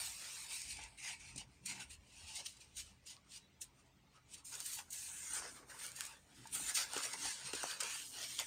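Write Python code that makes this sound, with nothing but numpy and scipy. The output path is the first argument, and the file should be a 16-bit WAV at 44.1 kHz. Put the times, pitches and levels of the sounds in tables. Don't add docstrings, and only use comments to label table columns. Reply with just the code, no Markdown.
import sys
import numpy as np
from scipy import signal
from scipy.fft import rfft, irfft, next_fast_len
from scipy.io import wavfile
from scipy.ndimage import uniform_filter1d, map_coordinates

SR = 44100
rng = np.random.default_rng(int(sys.argv[2]) if len(sys.argv) > 2 else 0)


def volts_from_db(level):
    exponent = np.asarray(level, float) / 20
    return 10 ** exponent


def transcribe(signal):
    frames = np.atleast_2d(signal).T
    limited = np.clip(frames, -1, 1)
    pcm = np.round(limited * 32767).astype(np.int16)
    wavfile.write(sys.argv[1], SR, pcm)


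N = 373191

# (centre [Hz], width [Hz], level [dB])
DEEP_MODES = [(50.8, 9.6, -1.6), (81.5, 12.3, -0.39)]
HUM_MODES = [(124, 8.1, 1), (199, 40, -9)]
COVER_MODES = [(280, 42, 9.5), (439, 18, -1)]
# (deep [dB], hum [dB], cover [dB])
REST_DB = (-77, -75, -81)
# (time [s], level [dB], half length [s])
LEANS = [(.05, -69, 0.11), (0.774, -64, 0.16), (1.348, -65.5, 0.21), (1.94, -63.5, 0.086),
         (2.247, -65.5, 0.079), (2.81, -64, 0.099), (5.183, -74.5, 0.32), (5.412, -74, 0.2),
         (6.613, -67, 0.13), (7.266, -66, 0.038), (7.55, -71, 0.069), (8.4, -74, 0.12)]
# (time [s], hum level [dB], half length [s], cover modes over the hum [dB])
FLEXES = [(0.726, -69.5, 0.12, -5), (1.25, -73, 0.28, -10), (1.37, -61, 0.039, -6),
          (1.48, -65.5, 0.031, -15), (1.644, -62.5, 0.046, -17), (1.737, -62, 0.048, -3),
          (1.82, -62.5, .04, -4.5), (5.484, -81.5, 0.31, 7.5), (6.4, -64, 0.054, -2), (6.6, -65, 0.085, 0),
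          (6.973, -85, 0.04, 19), (7.22, -73.5, 0.11, 7), (7.455, -63, 0.03, -21), (7.554, -87, 0.044, 9),
          (8.203, -74.5, 0.29, 1.5)]
# (frequency [Hz], density [dB per Hz])
AIR_COLOUR = [(210, -43), (350, 1.5), (914, 2.5), (1700, -3.5), (2200, 2), (2800, -2.5), (8570, -11.5),
              (10900, -24.5), (16000, -16)]
# (frequency [Hz], t60 [s])
ROOM_DECAY = [(200, 0.15), (2000, 0.11), (10000, 0.023)]

# (time [s], level [dB], pitch [Hz], length [s])
WHISTLES = [
    (3.153, -74, 1114, 0.05),
    (3.39, -76.5, 3900, 0.095),
    (4.142, -72, 1267, 0.061),
    (6.121, -74, 3470, 0.083),
]
# (time [s], peak [dB], pitch [Hz])
TICKS = [(0.5244, -32, 8800), (0.5444, -35, 8470), (0.552, -36, 8870), (1.0475, -47, 8450),
         (1.0679, -38, 8800), (3.1667, -44, 4500), (3.6424, -38, 8980), (4.5544, -31, 7890),
         (4.609, -33, 4600), (4.532, -39, 8600), (4.541, -32, 5640), (4.6623, -41, 8440),
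         (5.0206, -36, 8600), (5.8436, -35, 8200), (5.8654, -28, 9100), (5.8898, -37, 8880),
         (5.918, -38, 7000), (6.0538, -30, 8700), (6.9641, -34, 7410), (7.05, -34, 8000),
         (7.1404, -37, 7500), (7.5494, -39, 8630), (7.1338, -35, 5000), (7.7124, -28.5, 3350),
         (7.9394, -36, 8700), (8.3914, -31, 7000)]
# (time [s], peak [dB], pitch [Hz], ring [cycles])
POPS = [(0.789, -52, 844, 14), (1.047, -52, 880, 3.7), (1.359, -52, 280, 4.1), (4.788, -52.5, 826, 17),
        (5.423, -33, 1010, 1.8), (5.853, -46, 1440, 3.6), (5.989, -52, 960, 4.2), (6.455, -50.5, 900, 17),
        (6.598, -50, 824, 7.7), (6.772, -39, 1380, 3.8), (6.936, -45, 800, 7.7), (6.9645, -32.5, 425, 2.7),
        (6.976, -32.5, 1330, 4.6), (7.1405, -40.5, 900, 4.9), (7.254, -42.5, 827, 10.6),
        (7.5359, -34, 405, 2.6), (7.55, -47, 420, 3.6), (7.6326, -30.5, 1430, 4.3),
        (7.64, -22.5, 785, 1.67), (7.805, -43.5, 1420, 9.7), (7.955, -51, 880, 7.3),
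        (8.3906, -24, 4640, 10), (8.3896, -24.5, 3250, 8), (8.3979, -26.5, 6900, 20),
        (8.394, -43.5, 1070, 8.6)]
# (time [s], peak [dB], dull part over peak [dB], t60 [s])
SNAPS = [(0.618, -24, -26, 0.0078), (0.77, -30, -3, 0.013), (0.791, -47, 15, 0.021),
         (0.817, -37, 6, 0.013), (.837, -30, 2, .015), (.977, -50, 6, 0.025), (1.048, -44, -12, 0.016),
         (1.36, -30, -10, 0.02), (1.3782, -27, -26, 0.024), (1.659, -24.5, -11, 0.024),
         (1.905, -40, -10, 0.02), (2.35, -38.5, -24, 0.15), (2.455, -41, -16.5, 0.02),
         (2.7676, -35, -25, 0.021), (3.063, -47, 8, 0.017), (3.6155, -26, -24, 0.0087),
         (4.449, -37, -20, 0.029), (4.6033, -18.5, 1, 0.01), (4.66, -24.5, -8, 0.025),
         (4.789, -30, 13.5, 0.018), (4.9044, -32, -36, 0.035), (4.9267, -28.5, -24, 0.034),
         (5.9183, -32, -26, 0.011), (5.962, -30, -24, 0.021), (6.0079, -14.5, 9, 0.0064),
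              (6.0374, -33, -15, 0.01), (6.0518, -28, -19, 0.007), (6.063, -31.5, -12, 0.026),
              (6.472, -31, -18, 0.015), (6.55, -17, -6, 0.012), (6.7468, -22, -22, 0.025),
              (6.9344, -19, 3, 0.008), (6.966, -22, 16, 0.0059), (6.978, -20, -12, 0.013),
              (7.133, -24.5, -16, 0.02), (7.533, -22, 11.5, 0.018), (7.552, -23, -20, 0.014),
              (7.633, -19, -8, 0.012), (7.715, -28, -6, .008), (7.8042, -18, 2, 0.027),
              (7.834, -18, -22, 0.0099), (8.245, -39, -10, 0.0091), (8.389, -30, 10, 0.014),
              (8.397, -36, -11, 0.014)]

# (centre [Hz], width [Hz], level [dB])
POCKET_MODES = [(1880, 1040, -3), (2990, 780, -0.5)]
BODY_MODES = [(532, 370, -2.5), (900, 97, 4.5), (1550, 455, 2)]
# (centre [Hz], width [Hz], level [dB])
COARSE_BANDS = [(4120, 1330, 0), (5705, 650, 2.5)]
FINE_BANDS = [(6650, 910, -3.5), (8916, 594, -0.5)]
# (frequency [Hz], density [dB per Hz])
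SHEEN_COLOUR = [(9000, -9.5), (9900, 9), (12000, 9.5), (15500, 8.5), (16500, -40)]
# (time [s], pocket [Hz], body [Hz], strength of both resonances [dB], facing the microphone [dB])
HOLD = [(0.1, 2680, 860, 10.5, 12), (.29, 2500, 1510, 8, 4), (.45, 2410, 1010, 13, 5.5),
        (.8, 2390, 820, 22, -11), (1.08, 2400, 870, 24, -4), (1.25, 2520, 840, 11, -13),
        (1.4, 2650, 850, 30, -6), (1.7, 2450, 900, 14.5, -7), (2.42, 2870, 850, 12.5, -6.5),
        (4.1, 2930, 1200, 3, -10), (4.55, 2300, 1430, 2, 3.5), (4.75, 2930, 900, 3, 8),
        (5.0, 2800, 1810, 12.5, 1), (5.36, 1890, 1460, 8, -7), (5.43, 1690, 515, 3, -11),
        (5.72, 2300, 1500, -24, 5.5), (6.6, 2600, 1400, -12, -1.5), (6.78, 3280, 1400, 3, -5),
        (6.9, 2620, 1310, -1, -4.5), (7.4, 3200, 890, 5, -18), (7.9, 2950, 1300, -7, -1.5),
        (8.1, 3070, 900, 15, 8), (8.25, 3420, 644, 12.5, 0.5)]
# (time [s], coarse hiss [dB], pocket ring [dB])
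GRIT = [(0, 3, 0.5), (.8, 1, 2.5), (.95, -4, 0), (1.05, 1, 3), (1.2, -1.5, -3), (1.4, 1.5, -3.5),
        (1.68, 0, 1.5), (1.82, -1.5, 6.5), (2.2, 0.5, -1), (2.38, 2.5, -4.5), (2.8, 1.5, 1.5),
        (3.35, 2.5, -5.5), (3.62, 1.5, -8), (4.45, -1, -7), (4.55, 0, 0), (4.7, 2, 7.5), (5.0, -1.5, -3),
        (6.5, -4, -6), (6.6, -7, -9), (6.69, -4, -6), (6.8, 5, 0.5), (7.15, -2, -2.5), (7.8, 2, 1.5),
        (7.95, -1, -1), (8.23, 5.5, -2), (8.4, 0.5, -0.5)]
# (time [s], centre [Hz], width [octaves], depth [dB])
SHADE = [(.88, 6030, 0.21, 1.5), (.95, 6700, 0.17, 24), (1.0, 6740, 0.33, -0.5), (1.65, 1450, 0.38, 1.5),
         (2.43, 1450, 0.33, 8), (2.5, 1580, 0.45, 6), (4.4, 1500, 0.63, 7), (4.53, 1510, 0.36, -2),
         (5.08, 4650, 0.22, 1), (5.12, 4600, 0.33, 12), (5.25, 4330, 0.23, 7), (5.49, 3520, 0.58, 3.5),
         (5.53, 3580, 0.95, 8.5), (5.66, 3670, 3.8, 19), (5.7, 3620, 0.86, 3.5), (6.45, 6500, 0.5, 2.5),
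         (6.53, 6600, 0.14, 11), (6.62, 6860, 0.18, 2.5), (7.9, 597, 0.45, -1), (7.97, 700, .5, 11),
         (8.04, 1265, 0.76, 4), (8.1, 2400, 1.1, 14), (8.14, 4470, 0.4, -1), (8.17, 5970, .3, 1.5),
         (8.255, 1200, 0.57, 2), (8.275, 1530, 0.63, -5), (8.38, 1600, 0.55, 5), (8.392, 1400, 0.54, -4)]

# (time of peak [s], fibre hiss [dB], rise [s], fall [s], weight on the sheet [dB])
SEEK = [
    (0.018, -44.5, 0.44, 0.23, -4.5),
    (.062, -46, 0.022, 0.027, -18),
    (.22, -51.5, 0.1, 0.82, 4.5),
    (.42, -52, 0.96, 0.13, -13.5),
    (.51, -47.5, 0.027, 0.086, 4),
    (.547, -46, 0.081, 0.26, -13),
    (.708, -44.5, 0.038, 0.058, -12),
]
ENTER = [
    (.832, -56, 0.38, 0.086, 8),
    (.984, -54.5, 0.017, 0.18, -4),
    (1.045, -48, 0.037, 0.035, 1.5),
    (1.085, -45.5, 0.059, 0.079, 0.5),
    (1.13, -52, 0.054, 0.039, 3.5),
    (1.205, -57.5, 0.014, 0.065, 1),
    (1.29, -57, 0.16, 0.089, 2.5),
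    (1.402, -51.5, 0.065, 0.041, 4.5),
]
PUSH = [(1.662, -44, 0.01, 0.04, -14), (1.701, -43.5, 0.05, 0.06, 3.5), (1.765, -56.5, 0.088, 0.12, 12),
        (1.803, -49, 0.015, 0.038, 15.5), (1.826, -53, 0.039, 0.035, -2), (1.55, -73, 0.15, 0.088, 5),
        (1.91, -54, 0.02, .04, -4), (1.94, -58, 0.068, 0.033, -5), (2.2, -59, 0.19, 0.64, 8),
        (2.28, -53, 0.02, 0.24, 6.5), (2.36, -50, 0.04, 0.053, 3), (2.4, -49.5, 0.07, 0.027, 9.5),
        (2.468, -40, 0.021, 0.0044, -1), (2.48, -53.5, 0.025, 0.077, -20),
        (2.569, -63.5, 0.0048, 0.027, -11), (2.61, -58.5, 0.017, 0.067, 0), (2.771, -47, 0.018, 0.08, -22),
        (2.799, -46.5, 0.044, 0.036, -12), (2.87, -63, 0.12, 0.093, 1), (3.07, -52.5, 0.015, .07, -9),
        (3.11, -54, 0.057, 0.064, 1), (3.32, -57, 0.028, 0.11, 4), (3.375, -52.5, 0.093, 0.018, -8),
        (3.65, -64.5, .02, 0.045, -23), (3.617, -43, 0.01, 0.029, -40), (3.8, -72.5, 0.088, 0.057, -14),
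        (4.164, -70, 0.054, 0.044, 16.5), (3.865, -74, 0.013, 0.026, -10), (4.343, -48.5, 0.016, 0.02, -8),
        (4.33, -57, 0.052, 0.06, 4), (4.385, -60.5, 0.066, 0.043, 9.5)]
SHIFT = [(4.455, -52.5, 0.014, 0.29, -11.5), (4.525, -49.5, 0.014, 0.046, 8), (4.552, -49, 0.051, 0.041, 1),
         (4.6, -51.5, 0.068, 0.076, 3.5), (4.668, -46, 0.078, 0.16, -11), (4.732, -44, 0.036, 0.076, -16),
         (4.784, -48.5, 0.029, 0.049, 5.5), (4.928, -47.5, 0.027, 1, -6), (5.15, -58.5, 0.33, 0.82, 24),
         (5.29, -50.5, 0.29, 0.11, -2), (5.352, -41, 0.08, 0.066, 2), (5.392, -43, 0.1, 0.023, 2)]
SETTLE = [(5.44, -51.5, 0.07, 0.15, 16), (5.57, -49, 0.044, 0.096, 8), (5.629, -60, 0.059, 0.12, 32),
          (5.709, -54, 0.057, 0.043, 9.5), (5.75, -58.5, .04, 0.1, 13), (5.798, -49, 0.025, 0.022, 6.5),
          (5.838, -45.5, 0.066, 0.11, 0), (5.972, -50.5, 0.039, 0.066, -2), (6.01, -48, 0.055, 0.15, -0.5),
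          (6.12, -61.5, 0.61, 0.097, 14), (6.308, -70, 0.057, 0.19, 17), (6.361, -62.5, 0.025, 0.13, 0),
          (6.461, -61, 0.22, 0.21, 3.5)]
TURN = [(6.526, -49, 0.0097, 0.055, -12), (6.553, -37.5, 0.041, 0.026, -1), (6.58, -42.5, 0.057, 0.2, -3.5),
        (6.698, -39, 0.097, 0.038, 2), (6.756, -34.5, 0.018, 0.054, -5), (6.775, -36, 0.04, 0.065, 2),
        (6.813, -38.5, 0.089, 0.06, 0), (6.982, -43.5, 0.16, 0.1, 7.5), (7.034, -41, 0.032, 0.05, 4),
        (7.052, -43, 0.033, 0.044, 3), (7.135, -43.5, 0.014, 0.02, 10.5), (7.11, -49, 0.13, 0.094, 4.5),
        (7.262, -41, .15, 0.12, 4.5), (7.295, -45.5, 0.051, 0.13, -5.5), (7.4, -52, 0.14, 0.083, 9),
        (7.464, -46, 0.054, 0.12, 5.5), (7.55, -46.5, 0.028, 0.34, 6), (7.711, -46, 0.2, 0.084, 4.5)]
SWING = [
    (7.807, -47, 0.018, 0.42, 10.5),
    (7.93, -47.5, 0.18, 0.29, -3.5),
    (8.09, -56, 0.15, 0.2, -23),
    (8.18, -52, 0.12, 0.094, 11),
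    (8.239, -44.5, 0.1, 0.041, 4.5),
    (8.31, -48.5, 0.24, 0.44, -8.5),
    (8.398, -41.5, 0.028, 0.048, 7.5),
]
# (pocket ring [dB], sheet body [dB], sheen [dB], coarse over fine [dB])
SHEETS = [
    (-7, -13, -18.5, -2),
    (-2.5, -15, -21, -3),
    (-6, -19.5, -16.5, -3),
    (-12, -13.5, -14.5, -4),
    (-5.5, -15, -15.5, 2.5),
    (-9.5, -14.5, -12.5, -3.5),
    (-5, -16.5, -14.5, -3),
]
# (pocket [dB/dB], body [dB/dB], sheen [dB/dB], coarseness [dB/dB])
WEIGHT_MOVES = (0.19, 1.34, -0.2, 0.16)
# (pocket [dB/dB], body [dB/dB], sheen [dB/dB], coarseness [dB/dB])
FACING_MOVES = (-0.091, 0.25, 0.46, -0.16)
# (pocket [s], body [s], sheen [s], coarse hiss [s])
LAG_S = (0.0016, 0.016, .001, 0.0019)


def unit(x):
    return x / np.sqrt(np.mean(x ** 2) + 1e-20)


def along(points, hz):
    f, v = np.transpose(points)
    return np.interp(np.log(hz + 1), np.log(f + 1), v)


def curves(rows):
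    s, *cols = np.transpose(rows)
    return [np.interp(np.arange(N) / SR, s, c) for c in cols]


def wobble(rate):
    knots = rng.standard_normal(int(N * rate / SR) + 4)
    return map_coordinates(knots, [np.arange(N) * rate / SR])


def filtered(x, response):
    m = next_fast_len(len(x) + 8192)
    return irfft(rfft(x, m) * response(np.fft.rfftfreq(m, 1 / SR)), m)[:len(x)]


def coloured(x, points):
    return filtered(x, lambda f: volts_from_db(along(points, f)))


def no_bass(corner_hz):
    return lambda f: (1j * f / corner_hz / (1 + 1j * f / corner_hz)) ** 2


def modes(table):
    def response(f):
        total = 0
        for k, (centre, width, db) in enumerate(table):
            damping = 1j * f * width
            total = total + (-1) ** k * volts_from_db(db) * damping / (centre ** 2 - f ** 2 + damping)
        return total
    return response


def steep(table):
    low_hz, high_hz = 0.53 * table[0][0], 1.37 * table[-1][0]
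    return lambda f: modes(table)(f) * no_bass(low_hz)(f) / (1 + (f / high_hz) ** 8)


def even(x, span_s, share):
    power = np.abs(uniform_filter1d(x ** 2, int(span_s * SR))) + 1e-20
    return unit(x / power ** (share / 2))


def patchy(x, depth_db):
    z = signal.stft(x, nperseg=512)[2]
    field = uniform_filter1d(rng.standard_normal(z.shape), 2, axis=0)
    field = uniform_filter1d(field, 8, axis=1)
    return signal.istft(z * volts_from_db(depth_db * unit(field)), nperseg=512)[1][:N]


def swells(rest_db, rows):
    t = np.arange(0, N + 64, 64) / SR
    power = volts_from_db(2 * rest_db)
    for s, db, half_s in rows:
        power = power + volts_from_db(2 * db) * np.exp(-2 * ((t - s) / half_s) ** 2)
    return np.interp(np.arange(N) / SR, t, np.sqrt(power))


def house():
    hum_rows = [(s, db, half_s) for s, db, half_s, _ in FLEXES]
    cover_rows = [(s, db + over_db, half_s) for s, db, half_s, over_db in FLEXES]
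    deep_db, hum_db, cover_db = REST_DB
    low = 0
    for table, rest_db, rows, wobble_hz in ((DEEP_MODES, deep_db, LEANS, 8), (HUM_MODES, hum_db, hum_rows, 12),
                                            (COVER_MODES, cover_db, cover_rows, 16)):
        rumble = even(filtered(rng.standard_normal(N), steep(table)), span_s=0.12, share=1.0)
        low = low + swells(rest_db, rows) * volts_from_db(1.74 * wobble(wobble_hz)) * rumble
    air = coloured(patchy(rng.standard_normal(N), depth_db=4.0), AIR_COLOUR)
    return low + volts_from_db(-74) * unit(air)


def room(x):
    hz, t, z = signal.stft(rng.standard_normal(SR // 2), SR, nperseg=256)
    fade = volts_from_db(-60 * t / along(ROOM_DECAY, hz)[:, None])
    tail = signal.istft(z * fade, SR, nperseg=256)[1]
    delayed = np.pad(x, (300, 0))
    return signal.fftconvolve(delayed, tail / np.linalg.norm(tail))[:N]


def edges():
    out = np.zeros(N)
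    for s, db, hz, length_s in WHISTLES:
        t = np.arange(round(length_s * SR)) / SR
        drift = np.cumsum(rng.normal(0, 0.07, len(t)))
        whistle = np.sin(np.pi * t / length_s) * np.sin(2 * np.pi * hz * t + drift)
        out[round(s * SR):][:len(t)] += volts_from_db(db + 5.0) * whistle
    return out


def ticks():
    out, t = np.zeros(N + SR), np.arange(SR // 200) / SR
    for s, db, hz in TICKS:
        fade = volts_from_db(db + 2 - 20 * t * hz / 4.2)
        out[round(s * SR):][:len(t)] += fade * np.sin(2 * np.pi * hz * t)
    return filtered(out[:N], no_bass(1500))


def pops():
    out, t = np.zeros(N + SR), np.arange(SR // 10) / SR
    rise = 1 - np.exp(-t / 0.0006)
    for s, db, hz, cycles in POPS:
        fade = volts_from_db(-26 * t * hz / cycles) * rise
        overtone_hz = hz * rng.uniform(1.72, 2.15)
        swing = np.sin(2 * np.pi * hz * t) + 0.32 * np.sin(2 * np.pi * overtone_hz * t)
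        out[round(s * SR):][:len(t)] += volts_from_db(db + 5.5) * fade * swing
    return filtered(out[:N], no_bass(160))


def snaps():
    sharp, dull = np.zeros((2, N + SR))
    t = np.arange(SR // 8) / SR
    for s, db, dull_db, t60 in SNAPS:
        spray = (1 - np.exp(-t / 0.0055)) * volts_from_db(-60 * t / t60) * rng.standard_normal(len(t))
        spray[0] = 1.4 - 0.014 * (db + 39)
        start = round(s * SR)
        sharp[start:][:len(t)] += volts_from_db(db + 10.5) * spray
        dull[start:][:len(t)] += volts_from_db(db + dull_db + 10.5) * spray
    sharp, dull = sharp[:N], dull[:N]
    sheen_db, coarse_db = strokes()[3:]
    bright = filtered(sharp, steep(FINE_BANDS)) + volts_from_db(coarse_db - 7.5) * filtered(sharp, steep(COARSE_BANDS))
    thud = volts_from_db(-11.0) * filtered(dull, steep(BODY_MODES[2:] + POCKET_MODES))
    return bright + thud + volts_from_db(sheen_db - 13.5) * coloured(sharp, SHEEN_COLOUR)


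def strokes():
    t = np.arange(0, N + 64, 64) / SR
    power, mix = 1e-12, 0
    for table, sheets in zip((SEEK, ENTER, PUSH, SHIFT, SETTLE, TURN, SWING), SHEETS):
        for s, db, rise_s, fall_s, weight_db in table:
            rising = abs((s - t) / rise_s) ** 1.254
            falling = abs((t - s) / fall_s) ** 1.296
            drop = np.where(t < s, rising, falling)
            p = volts_from_db(2 * np.maximum(db - 20 * drop, -140))
            colour_db = np.add(sheets, np.multiply(WEIGHT_MOVES, weight_db))
            power = power + p
            mix = mix + np.outer(colour_db, p)
    level_db = 10 * np.log10(power)
    late_db = [np.clip(np.interp(t - lag, t, level_db) - level_db, -18, 5) for lag in LAG_S]
    hiss_db, *colours = [np.interp(np.arange(N) / SR, t, c) for c in [level_db, *(mix / power + late_db)]]
    facing_db = curves(HOLD)[3]
    grit_db, ring_db = curves(GRIT)
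    contact = np.array([0.33 * ring_db, 0.11 * ring_db, 0.079 * ring_db, grit_db])
    return [hiss_db, *(colours + np.outer(FACING_MOVES, facing_db) + contact)]


def fibres(per_s, scatter_db, clump_db):
    sizes = volts_from_db(scatter_db * np.minimum(rng.exponential(size=N), 3))
    clicks = (rng.random(N) < per_s / SR) * sizes * np.sign(rng.standard_normal(N))
    slips = 0.58 * rng.standard_normal(N) + 0.41 * unit(clicks)
    return slips * volts_from_db(clump_db * wobble(90))


def moving(x, centre_hz, width_hz, lift_db):
    f, t, z = signal.stft(x, SR, nperseg=512)
    now = np.minimum(t * SR, N - 1).astype(int)
    detune = (f[:, None] - centre_hz[now]) / width_hz
    lifted = z * np.hypot(1, volts_from_db(lift_db[now]) / (1 + detune ** 2))
    gain = np.sum(abs(lifted) ** 2, 0) / (np.sum(abs(z) ** 2, 0) + 1e-20)
    return signal.istft(lifted / np.sqrt(gain + 1e-20), SR, nperseg=512)[1][:N]


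def rubbing():
    hiss_db, pocket_db, body_db, sheen_db, coarse_db = strokes()
    pocket_hz, body_hz, lift_db = curves(HOLD)[:3]
    slips = fibres(per_s=2500, scatter_db=4.0, clump_db=0.34)
    ring_streaks = patchy(slips, depth_db=4.0)
    hiss_streaks = patchy(slips, depth_db=4.0)

    coarse = even(filtered(hiss_streaks, steep(COARSE_BANDS)), span_s=0.03, share=0.62)
    fine = even(filtered(hiss_streaks, steep(FINE_BANDS)), span_s=0.03, share=0.62)
    hiss = (volts_from_db(coarse_db) * coarse + fine) / np.hypot(1, volts_from_db(coarse_db))

    pocket = moving(filtered(ring_streaks, steep(POCKET_MODES)), pocket_hz, width_hz=400, lift_db=lift_db - 3.0)
    pocket = even(pocket, span_s=0.048, share=0.84)
    body = moving(filtered(ring_streaks, steep(BODY_MODES)), body_hz, width_hz=120, lift_db=lift_db + 1.0)
    body = even(body, span_s=0.037, share=0.51)
    sheen = unit(coloured(patchy(slips[::-1], depth_db=2.5), SHEEN_COLOUR))

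    paper = hiss + volts_from_db(pocket_db) * pocket + volts_from_db(body_db) * body + volts_from_db(sheen_db) * sheen
    return volts_from_db(hiss_db - 0.47) * paper


def shaded(x):
    f, t, z = signal.stft(x, SR, nperseg=512)
    now = np.minimum(t * SR, N - 1).astype(int)
    hz, octaves, depth_db = (c[now] for c in curves(SHADE))
    distance = np.log2((f[:, None] + 1) / hz) / octaves
    return signal.istft(z * volts_from_db(-depth_db * np.exp(-distance ** 2)), SR, nperseg=512)[1][:N]


def scene():
    paper = shaded(rubbing()) + ticks() + snaps() + pops() + edges()
    return (paper + volts_from_db(-12.5) * room(paper) + house())[None]


def top_cut(x):
    return signal.sosfilt(signal.butter(12, 15850, fs=SR, output="sos"), x)


def record(dry):
    return top_cut(dry)


dry = scene()
out = record(dry)
transcribe(out)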